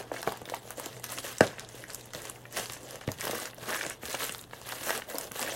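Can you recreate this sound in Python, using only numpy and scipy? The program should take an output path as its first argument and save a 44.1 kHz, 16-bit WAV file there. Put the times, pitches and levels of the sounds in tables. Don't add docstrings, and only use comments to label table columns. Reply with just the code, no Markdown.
import sys
import numpy as np
from scipy import signal
from scipy.fft import rfft, irfft, next_fast_len
from scipy.io import wavfile
from scipy.ndimage import uniform_filter1d

SR = 44100
rng = np.random.default_rng(int(sys.argv[2]) if len(sys.argv) > 2 else 0)


def materialize(psi):
    bounded = np.clip(np.atleast_2d(psi).T, -1, 1)
    quanta = np.round(bounded * 32767).astype(np.int16)
    wavfile.write(sys.argv[1], SR, quanta)


N = 244881


def amp(db):
    return 10 ** (np.asarray(db) / 20)


def evened(x):
    return x / np.sqrt(np.mean(x ** 2) + 1e-20)


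def read(points, hz):
    f, value = np.transpose(points)
    return np.interp(np.log(hz + 1), np.log(f + 1), value)


def coloured(x, points):
    size = next_fast_len(len(x))
    gain = amp(read(points, np.fft.rfftfreq(size, 1 / SR)))
    return irfft(rfft(x, size) * gain, size)[:len(x)]


def tinted(grain, hz, octaves, skirt_db):
    f = np.fft.rfftfreq(len(grain), 1 / SR) + 1
    band = amp(-6 * (np.log2(f / hz) / max(octaves, .2)) ** 2) + amp(skirt_db)
    return irfft(rfft(grain) * band, len(grain))


def patchy(x, patchy_db):
    z = signal.stft(x, nperseg=256)[2]
    patches = rng.standard_normal(z.shape[::-1]).T
    patches = uniform_filter1d(patches, size=9, axis=0)
    patches = evened(uniform_filter1d(patches, size=8, axis=1))
    return signal.istft(z * amp(patchy_db * patches), nperseg=256)[1][:N]


def add(mix, s, sound):
    part = mix[max(round(s * SR), 0):][:len(sound)]
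    part += sound[:len(part)]


def ring(x, hz, width):
    r = np.exp(-np.pi * width / SR)
    return signal.lfilter([1 - r, 0, r - 1], [1, -2 * r * np.cos(2 * np.pi * hz / SR), r * r], x)


def burst(noise, ms):
    u = np.arange(len(noise)) / SR / (max(ms, .3) / 2400)
    return noise * (1 - np.exp(-3.0 * u)) * np.exp(-u)


# (start [s], end [s], film crackle level at the start [dB], at the end [dB],
# then relative to that crackle: pocket ring [dB], box rumble [dB], top fizz [dB])
RUSTLES = [(0, 0.017, -48, -53, 5, 9.5, -3), (0.142, .25, -48.5, -56, -1.5, 4, -4),
           (0.277, 0.299, -46, -52, 5.5, 7, 5), (0.313, 0.38, -59, -58, 4, 4, -14),
           (0.453, 0.57, -59, -55.5, 3, 6.5, 4.5), (0.647, 0.713, -61.5, -57, 3.5, 2.5, 9),
           (0.791, 1.016, -46, -58.5, -3.5, 2, -3), (1.045, 1.067, -43.5, -49, -10, -8, -6),
           (1.102, 1.19, -42.5, -45.5, -6, -5, 1), (1.252, 1.38, -41.5, -54, -2.5, -5.5, -0.5),
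           (1.43, 1.548, -44.5, -58, 2.5, 4, -12), (1.563, 1.621, -54, -54, 2.5, 3, -20),
           (1.69, 1.827, -57.5, -52.5, -2.5, 0, -2), (1.888, 2.11, -50.5, -58, -8, -0.5, -10),
           (2.149, 2.308, -49, -54, -2, 1, -2), (2.353, 2.47, -56, -77, -1, 6.5, 5),
           (2.525, 2.577, -50.5, -33.5, -7.5, -2, -4), (2.577, 2.75, -44, -48, -9, -4, -8),
           (2.81, 2.962, -55, -53, -2, 3, -2), (3.018, 3.023, -54, -56, 7.5, -2, -12),
           (3.076, 3.147, -56, -56.5, -1, -5, 3), (3.215, 3.457, -41, -47, -2, -1.5, 0.5),
           (3.602, 3.716, -57.5, -44, 7.5, 8.5, 5), (3.693, 3.81, -42.5, -44, 2.5, -1, 1),
           (3.812, 3.91, -42, -46.5, -9, -3.5, -9), (4.037, 4.147, -51.5, -44, 2, 1.5, 2),
           (4.185, 4.242, -48, -40, 4.5, -0.5, 8), (4.258, 4.405, -46.5, -54, -9, -7.5, 1),
           (4.535, 4.67, -56.5, -63, 1.5, 2, 4), (4.672, 4.82, -48.5, -47, 1.5, -0.5, 3),
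           (4.831, 4.933, -42.5, -41.5, -0.5, -1, 5.5), (4.94, 4.994, -42, -48.5, 2, 1.5, -2),
           (5.093, 5.277, -49.5, -53.5, -2.5, 0.5, 5.5), (5.344, 5.42, -51.5, -39.5, 1, -2.5, 5),
           (5.428, 5.55, -44.5, -42.5, 0, 3.5, 0)]
RISE_DB_PER_S, FALL_DB_PER_S, REST_DB = 498, 242, -64.5


def handling(s):
    start, end, from_db, to_db, *colour_db = np.transpose(RUSTLES)[:, :, None]
    progress = np.clip((s - start) / np.maximum(end - start, 1e-3), 0, 1)
    held_db = from_db + (to_db - from_db) * progress
    before, after = np.maximum(start - s, 0), np.maximum(s - end, 0)
    rustle_db = held_db - RISE_DB_PER_S * before - FALL_DB_PER_S * after
    share = amp(np.maximum(rustle_db, -200)) ** 2
    film_db = np.maximum(rustle_db.max(0), REST_DB)
    return [film_db] + [(share * c).sum(0) / share.sum(0) for c in colour_db]


def creases(per_s, spread_db):
    clumps = amp(4.5 * evened(uniform_filter1d(rng.standard_normal(N), 900)))
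    size = amp(spread_db * np.minimum(rng.exponential(1, N), 5))
    flips = rng.random(N) < per_s * clumps / SR
    return size * flips * rng.choice([-1., 1.], N)


# (resonance [Hz], width [Hz], level [dB])
POCKET = [(1110, 81, -4), (1276, 240, -3.5), (1654, 200, -2), (2470, 2200, -8)]


def pocket(x, shift=1):
    return sum(amp(db) * ring(x, shift * hz, width) for hz, width, db in POCKET)


# (frequency [Hz], relative level per Hz [dB])
FILM = [(1200, -21), (2000, -5), (2400, -16), (2800, -9.5), (4600, -13), (6300, -8.5), (9000, -3.5),
        (13000, 3), (15000, -3), (16500, 9)]
# (frequency [Hz], relative level [dB], 60 dB decay [s])
BOX = [(150, 7, 0.042), (245, -3.5, 0.032), (320, 0.5, 0.032), (491, 4.5, 0.023), (627.6, 5, 0.013),
       (800, 0, 0.013), (950, -2, 0.019), (1132, -6, 0.037), (1340, -5, 0.015), (1528, 3, 0.016),
       (1818, 5.5, 0.015), (2220, 4.5, 0.018), (2750, 12, 0.0098)]
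SLIDE_SHARE = .65


def rustle():
    s = np.arange(0, N / SR + .002, .002)
    t = np.arange(N) / SR
    film_db, pocket_db, box_db, fizz_db = (np.interp(t, s, c) for c in handling(s))
    flips, kind = creases(per_s=1600, spread_db=3.0), rng.integers(0, 24, N)
    crackle = np.zeros(N)
    for k, hz in enumerate(np.geomspace(600, 14000, num=24)):
        grain = burst(tinted(rng.standard_normal(400), hz, octaves=0.27, skirt_db=-12), ms=1.0)
        crackle += signal.oaconvolve(flips * (kind == k), grain / np.linalg.norm(grain))[:N]
    hiss = np.array([patchy(row, patchy_db=5.5) for row in rng.standard_normal((3, N))])
    to_film, to_pocket, to_box = evened(crackle) + SLIDE_SHARE * hiss
    film = evened(coloured(to_film, FILM))
    fizz = signal.sosfiltfilt(signal.butter(2, 8000, "highpass", fs=SR, output="sos"), film)
    film = evened(film - fizz) + amp(fizz_db) * evened(fizz)
    body = np.zeros(N)
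    for k, (hz, db, t60) in enumerate(BOX[1:6]):
        body += amp(db) * ring(to_box, hz, 5.86 / t60) * (-1) ** k
    air = amp(pocket_db) * evened(pocket(to_pocket))
    return amp(film_db) * (film + air + amp(box_db) * evened(body))


# (frequency [Hz], relative level per Hz [dB])
AIR = [(12, -44), (20, 5), (65, 6), (113, 10), (210, 7), (472, 7), (923, 1.5), (1810, -12), (2460, -19),
       (3340, -9), (4540, -25), (13500, -57), (16000, -29)]
AIR_DB = -55
# (time [s], level [dB])
HUM = [(0, -58), (2.5, -58), (3.8, -60), (4.4, -58.5), (4.9, -59.5), (5.1, -67), (5.55, -61)]
HUM_HZ, HUM_HALF_DB = 120, -12.5


def room_tone():
    t = np.arange(N) / SR
    waver = uniform_filter1d(uniform_filter1d(rng.standard_normal((2, N)), 2500), 2500)
    phase_waver, level_waver = evened(waver)
    turn = 2 * np.pi * HUM_HZ * t + .6 * phase_waver
    hum = np.sqrt(2) * (np.sin(turn) * amp(3 * level_waver) + amp(HUM_HALF_DB) * np.sin(turn / 2))
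    air = amp(AIR_DB) * evened(coloured(rng.standard_normal(N), AIR))
    return air + amp(np.interp(t, *np.transpose(HUM))) * hum


# (time [s], peak level before the bass cut [dB], centre of the modes struck [Hz],
# spread to half amplitude [octaves], at least 0.25 in use)
KNOCKS = [(0.1158, -21.5, 626, 0.87), (0.1633, -29, 1700, 0.49), (0.171, -32, 1800, 0.41),
          (.228, -32, 875, 0.39), (0.2442, -33, 1000, .4), (.268, -38, 1000, 0.43),
          (.2739, -15.5, 810, 0.57), (.2745, -23.5, 1900, 0.36), (0.2814, -26.5, 398, 1.04),
          (.288, -32, 800, .5), (0.3208, -25, 940, 0.37), (.342, -36, 950, 0.44), (.359, -35, 900, .4),
          (0.4159, -31, 358, 1.3), (0.477, -33, 590, 0.7), (.4888, -32, 1720, 0.45),
          (.4974, -28.5, 720, 0.88), (0.5207, -27, 540, 0.28), (.5383, -23, 885, 0.3),
          (0.54, -28.5, 2020, 0.44), (0.6532, -36.5, 660, 0.23), (0.7056, -29.5, 970, 0.63),
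          (0.7987, -28, 800, 0.36), (.863, -31, 497, 0.76), (0.997, -39, 696, 0.38),
          (1.042, -39, 1290, 0.91), (1.1248, -31.5, 800, 0.7), (1.177, -29, 1230, 1.6),
          (1.4071, -18, 716, 0.45), (1.4089, -19, 1100, 0.56), (1.4085, -21, 2750, .25),
          (1.418, -26, 1100, 0.45), (1.422, -39, 800, .5), (1.426, -37, 1110, 0.34),
          (1.434, -32, 1800, 0.46), (1.443, -30, 1500, .3), (1.455, -39, 700, .6), (1.468, -33, 900, 0.63),
          (1.474, -42, 1100, .5), (1.514, -38, 1600, 0.25), (1.531, -36, 800, 0.65),
          (1.583, -28, 1200, 1.4), (1.7445, -37.5, 534, 0.21), (1.839, -30.5, 1700, 0.3),
          (1.8982, -32.5, 1320, 0.75), (2.134, -34, 1800, 0.66), (2.147, -36, 600, 1.2),
          (2.251, -34, 1280, 0.75), (2.3585, -37.5, 905, 3.2), (2.454, -32.5, 1880, 0.32),
          (2.5685, -26, 950, 1.2), (2.698, -29, 1400, 3.2), (2.7665, -33, 695, 2), (2.944, -35, 520, 0.22),
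          (3.013, -33, 1340, 1.5), (3.0758, -21, 500, 0.68), (3.078, -31, 1900, 0.46),
          (3.088, -27, 1880, 0.37), (3.0926, -31, 600, 0.76), (3.0965, -35, 500, .8), (3.102, -36, 500, .6),
          (3.118, -35, 1070, 0.6), (3.123, -41, 1100, 0.37), (3.2145, -31, 1880, 0.25),
          (3.2508, -33, 1600, 0.45), (3.2694, -24.5, 570, 1.1), (3.2875, -31, 900, .7),
          (3.2945, -24, 470, 1.16), (3.3318, -23, 560, 1.1), (3.338, -31, 517, 0.65),
          (3.3507, -26.5, 1350, 0.22), (3.354, -28, 517, 0.88), (3.3885, -31, 1300, 0.3),
          (3.406, -44, 448, 0.65), (3.454, -30, 1320, 2.5), (3.4973, -50, 1160, 1),
          (3.5322, -37.5, 1110, 1.5), (3.582, -37.5, 603, 0.45), (3.693, -32.5, 1500, 0.44),
          (3.702, -26, 1000, .6), (3.712, -28, 800, .4), (3.721, -32, 1390, .4), (3.733, -26, 1850, .3),
          (3.746, -27, 1600, 0.63), (3.758, -28.5, 1200, 0.35), (3.773, -26, 1800, 0.37),
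          (3.783, -31, 1800, .3), (3.791, -28, 1800, 0.26), (3.8107, -21, 1630, 0.55),
          (3.83, -34, 604, 0.61), (3.838, -22.5, 1110, 1), (3.85, -25, 1600, 0.65), (3.8644, -23, 676, 1.6),
          (3.9063, -26.5, 1550, 0.73), (4.0335, -27.5, 530, 1.9), (4.1431, -22.5, 860, 0.74),
          (4.148, -22, 1200, 2), (4.2933, -24.5, 1180, 3.8), (4.5332, -26, 950, 1),
          (4.7234, -23, 1190, 0.57), (4.7316, -31, 875, 0.44), (4.8667, -32, 1490, 0.3),
          (4.869, -30, 600, .4), (4.8942, -18.5, 1460, 0.2), (4.9053, -16, 900, 0.97),
          (4.951, -27, 1400, 0.55), (4.977, -32, 650, 0.63), (5.02, -27, 1610, 0.94),
          (5.1439, -29, 544, 0.67), (5.149, -29, 610, 0.54), (5.157, -28.5, 800, 0.59),
          (5.162, -35, 1300, 0.94), (5.172, -33, 600, 0.32), (5.201, -32.5, 520, 0.98),
          (5.314, -31.5, 540, 1.7), (5.3579, -32, 770, 0.95), (5.3928, -29, 950, 0.29),
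          (5.409, -36, 800, 0.87), (5.4274, -22.5, 1100, 1.3), (5.447, -29.5, 550, .4),
          (5.476, -27, 1700, .4), (5.524, -31, 1900, 0.35), (5.52, -30, 550, 0.35),
          (5.462, -29, 1700, 0.49), (5.494, -27.5, 1820, 0.27)]
BOX_SHIFT = 0.038


def knocks():
    out, t = np.zeros(N), np.arange(3000) / SR
    hz, mode_db, t60 = np.transpose(BOX)[:, :, None]
    sides = rng.choice([-1., 1.], (len(KNOCKS), len(BOX), 1))
    bends = np.exp(BOX_SHIFT * rng.standard_normal(sides.shape))
    for (s, db, centre_hz, octaves), side, bend in zip(KNOCKS, sides, bends):
        struck_db = mode_db - 6 * (np.log2(hz / centre_hz) / max(octaves, .25)) ** 2
        rise = 1 - np.exp(-(t * hz / 0.49) ** 2)
        decay = side * amp(struck_db - 60 * t / t60)
        blow = (decay * rise * np.cos(2 * np.pi * hz * bend * t)).sum(0)
        add(out, s, amp(db) * blow / abs(blow).max())
    return signal.sosfilt(signal.butter(2, 90, "highpass", fs=SR, output="sos"), out)


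def lesser(per_s, above_db, spread_db, low_hz, high_hz):
    place, size, pitch, chance = rng.random((400, 4)).T
    s = place * N / SR
    db = handling(s)[0] + above_db - spread_db * np.log(np.maximum(size, 1 / 8))
    rows = np.transpose([s, db, low_hz * (high_hz / low_hz) ** pitch])
    return list(rows[chance < per_s * N / SR / len(s)])


# (time [s], peak level of the bright part [dB], brightest [Hz])
SNAPS = [(0.1194, -42, 6800), (.1672, -36, 3300), (.218, -28.5, 10500), (.229, -24.5, 3620),
         (0.2808, -39, 5900), (.3215, -27.5, 4200), (0.3728, -31.5, 5800), (.4165, -38, 8900),
         (.4548, -36, 3280), (.498, -27, 8150), (.499, -29.5, 3300), (.5405, -43, 2900),
         (.545, -22.5, 9100), (.5465, -30.5, 3320), (0.706, -24, 11200), (.7743, -30, 11000),
         (0.7975, -24, 9700), (0.8598, -20.5, 6300), (.9293, -36, 4100), (.9544, -52, 6300),
         (0.9973, -34, 9000), (1.0415, -17.5, 6750), (1.093, -32, 3500), (1.1213, -25, 9400),
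         (1.185, -23, 3700), (1.3516, -60, 6300), (1.383, -23, 7350), (1.4074, -12.5, 6240),
         (1.4082, -17, 3300), (1.425, -35, 3800), (1.4677, -27, 5400), (1.5956, -23, 5800),
         (1.607, -32, 4000), (1.648, -35.5, 3300), (1.689, -33.5, 6960), (1.7541, -31.5, 10600),
         (1.8392, -37, 6800), (1.9027, -28.5, 5400), (1.934, -31, 9500), (1.9463, -22, 8300),
         (1.956, -30, 7160), (2.01, -34.5, 5650), (2.058, -33.5, 10100), (2.106, -41, 3200),
         (2.1347, -25.5, 3240), (2.1486, -26.5, 3920), (2.2188, -31, 7440), (2.2537, -27.5, 6400),
         (2.271, -34, 3000), (2.283, -43, 3600), (2.2976, -22, 8600), (2.5252, -32, 9700),
         (2.57, -30, 5230), (2.658, -24, 3850), (2.698, -26, 3900), (2.721, -28, 9900),
         (2.7336, -26.5, 9200), (2.8314, -39, 7700), (2.9086, -28, 6100), (2.957, -30, 7100),
         (3.011, -40, 3700), (3.0762, -28, 3900), (3.0877, -34, 3100), (3.1174, -23, 5800),
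         (3.1786, -35, 5700), (3.186, -32.5, 3280), (3.2095, -17, 6460), (3.2155, -31, 3500),
         (3.2535, -19, 7250), (3.277, -23, 3830), (3.3119, -21, 6100), (3.3544, -19.5, 12600),
         (3.4004, -23.5, 7300), (3.4345, -49, 3200), (3.4554, -25, 5000), (3.502, -41, 3000),
         (3.51, -37, 3300), (3.5456, -33, 12400), (3.582, -39, 4200), (3.597, -43, 2780),
         (3.618, -37, 7500), (3.7063, -22.5, 7700), (3.7645, -22, 10800), (3.831, -28, 4160),
         (3.8497, -26, 7350), (3.865, -21, 6100), (3.8984, -19.5, 8200), (4.0542, -26, 4000),
         (4.061, -25, 7000), (4.077, -33, 6500), (4.083, -31, 3300), (4.099, -23.5, 6550),
         (4.1045, -26, 6200), (4.1171, -24, 7340), (4.121, -33, 2800), (4.1286, -21, 6800),
         (4.13, -31, 4300), (4.149, -24, 5700), (4.2413, -20, 9200), (4.266, -24, 10100),
         (4.2947, -23, 3800), (4.322, -25, 8500), (4.3478, -23, 3170), (4.3822, -27, 11100),
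         (4.392, -34, 3600), (4.4123, -30, 10100), (4.439, -36.5, 2980), (4.5107, -37.5, 2730),
         (4.5365, -48, 6400), (4.6153, -32.5, 3030), (4.6897, -25, 7700), (4.7217, -26, 4170),
         (4.9056, -17.5, 6300), (4.906, -23, 3300), (4.977, -20.5, 10200), (5.022, -36, 3100),
         (5.099, -31, 10400), (5.1005, -33, 3320), (5.155, -30, 4000), (5.1837, -16.5, 9200),
         (5.2112, -23.5, 8500), (5.2122, -31, 4230), (5.232, -37, 3400), (5.2415, -32, 9100),
         (5.271, -35, 3960), (5.318, -23, 7650), (5.394, -19.5, 7660), (5.4147, -22, 5300),
         (5.428, -18, 6800)]
SNAP_OCTAVES, SNAP_MS, SNAP_VARIETY = 0.71, 1.68, 0.63
SNAP_POCKET_DB, POCKET_DB_PER_OCTAVE = -7, -7
POCKET_SHIFT = 0.2


def snaps():
    pops = list(SNAPS) + lesser(per_s=60, above_db=0, spread_db=1.8, low_hz=2600, high_hz=12000)
    out = np.zeros(N)
    high = signal.butter(2, 2600, "highpass", fs=SR, output="sos")
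    for s, db, hz in pops:
        noise = rng.standard_normal(700)
        width_draw, length_draw, pocket_draw = rng.standard_normal(3)
        octaves = SNAP_OCTAVES * np.exp(SNAP_VARIETY * width_draw)
        ms = SNAP_MS * np.exp(SNAP_VARIETY * np.clip(length_draw, -1, 1))
        bright = signal.sosfilt(high, burst(tinted(noise, hz, octaves, skirt_db=-28), ms))
        low = pocket(burst(noise, ms), np.exp(POCKET_SHIFT * pocket_draw))
        pocket_db = SNAP_POCKET_DB + POCKET_DB_PER_OCTAVE * np.log2(hz / 6000)
        add(out, s, amp(db) * (bright / abs(bright).max() + amp(pocket_db) * low / abs(low).max()))
    return out


# (time [s], peak level before the bass cut [dB], tilt over the counter modes [dB per octave])
THUDS = [(0.269, -37, -1), (0.859, -49, 12), (1.409, -22, 2), (2.149, -40, 0), (3.08, -32, -6),
         (3.089, -52, 3), (3.621, -42.5, 10), (3.864, -63, 3), (4.032, -47, -20)]
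# (frequency [Hz], relative level [dB], 60 dB decay [s])
COUNTER = [(70.5, -7, 0.16), (121, 0.5, 0.099), (151.3, 20.5, 0.04), (177, -3, 0.082), (236, -8, 0.022)]


def thuds():
    out, t = np.zeros(N), np.arange(9000) / SR
    hz, mode_db, t60 = np.transpose(COUNTER)[:, :, None]
    rise = 1 - np.exp(-(t * hz) ** 2)
    for s, db, tilt_db in THUDS:
        struck = amp(mode_db + tilt_db * np.log2(hz / 150) - 60 * t / t60)
        thud = (struck * rise * np.cos(2 * np.pi * hz * t)).sum(0)
        add(out, s, amp(db) * thud / abs(thud).max())
    return signal.sosfilt(signal.butter(2, 55, "highpass", fs=SR, output="sos"), out)


# (time [s], level [dB], first pitch [Hz], last pitch [Hz], fall time [ms], length
# [ms])
LANDINGS = [(1.4072, -10, 1780, 1250, 2.9, 3.9), (1.4076, -6.5, 740, 196, 4.16, 6.3),
            (3.0768, -22, 710, 130, 2.26, 8.4), (3.0894, -26, 920, 170, 2.46, 5)]


def landings():
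    out, t = np.zeros(N), np.arange(1200) / SR
    for s, db, first_hz, last_hz, fall_ms, length_ms in LANDINGS:
        hz = last_hz + (first_hz - last_hz) * np.exp(-(1000 * t / fall_ms) ** 2)
        u = 1000 * t / length_ms
        envelope = (1 - np.exp(-(u / 0.074) ** 2)) * np.exp(-u * u * u)
        add(out, s, amp(db) * envelope * np.sin(2 * np.pi * np.cumsum(hz) / SR))
    return out


# (time [s], resonance [Hz], level [dB])
SWISH = [(5.05, 852, -73), (5.066, 800, -53), (5.09, 619, -45), (5.122, 558.5, -54), (5.144, 531, -48),
         (5.17, 622, -45), (5.192, 855, -47), (5.203, 538, -52), (5.23, 515, -66), (5.248, 498, -46),
         (5.3, 510, -62), (5.31, 529, -48)]
SWISH_POLE_HZ = 250


def swish():
    out, (s, hz, db) = np.zeros(N), np.transpose(SWISH)
    t = np.arange(s[0], s[-1], 1 / SR)
    r = np.exp(-np.pi * SWISH_POLE_HZ / SR)
    noise = rng.standard_normal((2, len(t)))
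    for _ in range(2):
        noise = signal.lfilter([1], [1, -r], noise)
    turn = 2 * np.pi * np.cumsum(np.interp(t, s, hz)) / SR
    rub = evened(noise[0] * np.cos(turn) + noise[1] * np.sin(turn))
    add(out, s[0], amp(np.interp(t, s, db)) * signal.windows.tukey(len(t), .15) * rub)
    return out


# (frequency [Hz], 60 dB decay [s])
KITCHEN = [(100, 0.3), (500, 0.18), (2000, 0.15), (8000, 0.12)]


def kitchen(x):
    at = np.arange(100, SR // 2 - 20, 20)
    out, turn = np.zeros(N), np.arange(N) / SR * 2 * np.pi * 3
    for k in range(3):
        taps = np.zeros(SR // 2)
        taps[at + rng.integers(0, 20, len(at))] = rng.choice([-1., 1.], len(at))
        hz, t, z = signal.stft(taps, SR, nperseg=256)
        tail = signal.istft(z * amp(-60 * t / read(KITCHEN, hz)[:, None]), SR, nperseg=256)[1]
        sent = x * np.sqrt(2 / 3) * np.cos(turn + k * np.pi / 3)
        out += signal.oaconvolve(sent, tail / np.linalg.norm(tail))[:N]
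    return out


# (frequency [Hz], side relative to mid [dB])
WIDTH = [(25, -32), (60, -21), (180, -26), (550, -25), (1000, -23.5), (1650, -25.5), (2800, -21.5),
         (4970, -19), (15000, -16)]


def scene():
    near = rustle() + snaps() + knocks() + thuds() + landings() + swish()
    mid = near + amp(-10.0) * kitchen(near) + room_tone()
    z = signal.stft(mid, nperseg=512)[2]
    scattered = signal.istft(z * np.exp(2j * np.pi * rng.random(z.shape)), nperseg=512)[1][:N]
    side = coloured(scattered, WIDTH)
    return np.array([mid + side, mid - side])


EDGE_HZ = 15900


def record(dry):
    soft = .95 * np.tanh(dry / .95)
    lowpass = signal.firwin(511, EDGE_HZ, window=("kaiser", 9), fs=SR)
    return signal.oaconvolve(soft, lowpass[None], "same")


dry = scene()
out = record(dry)
materialize(out)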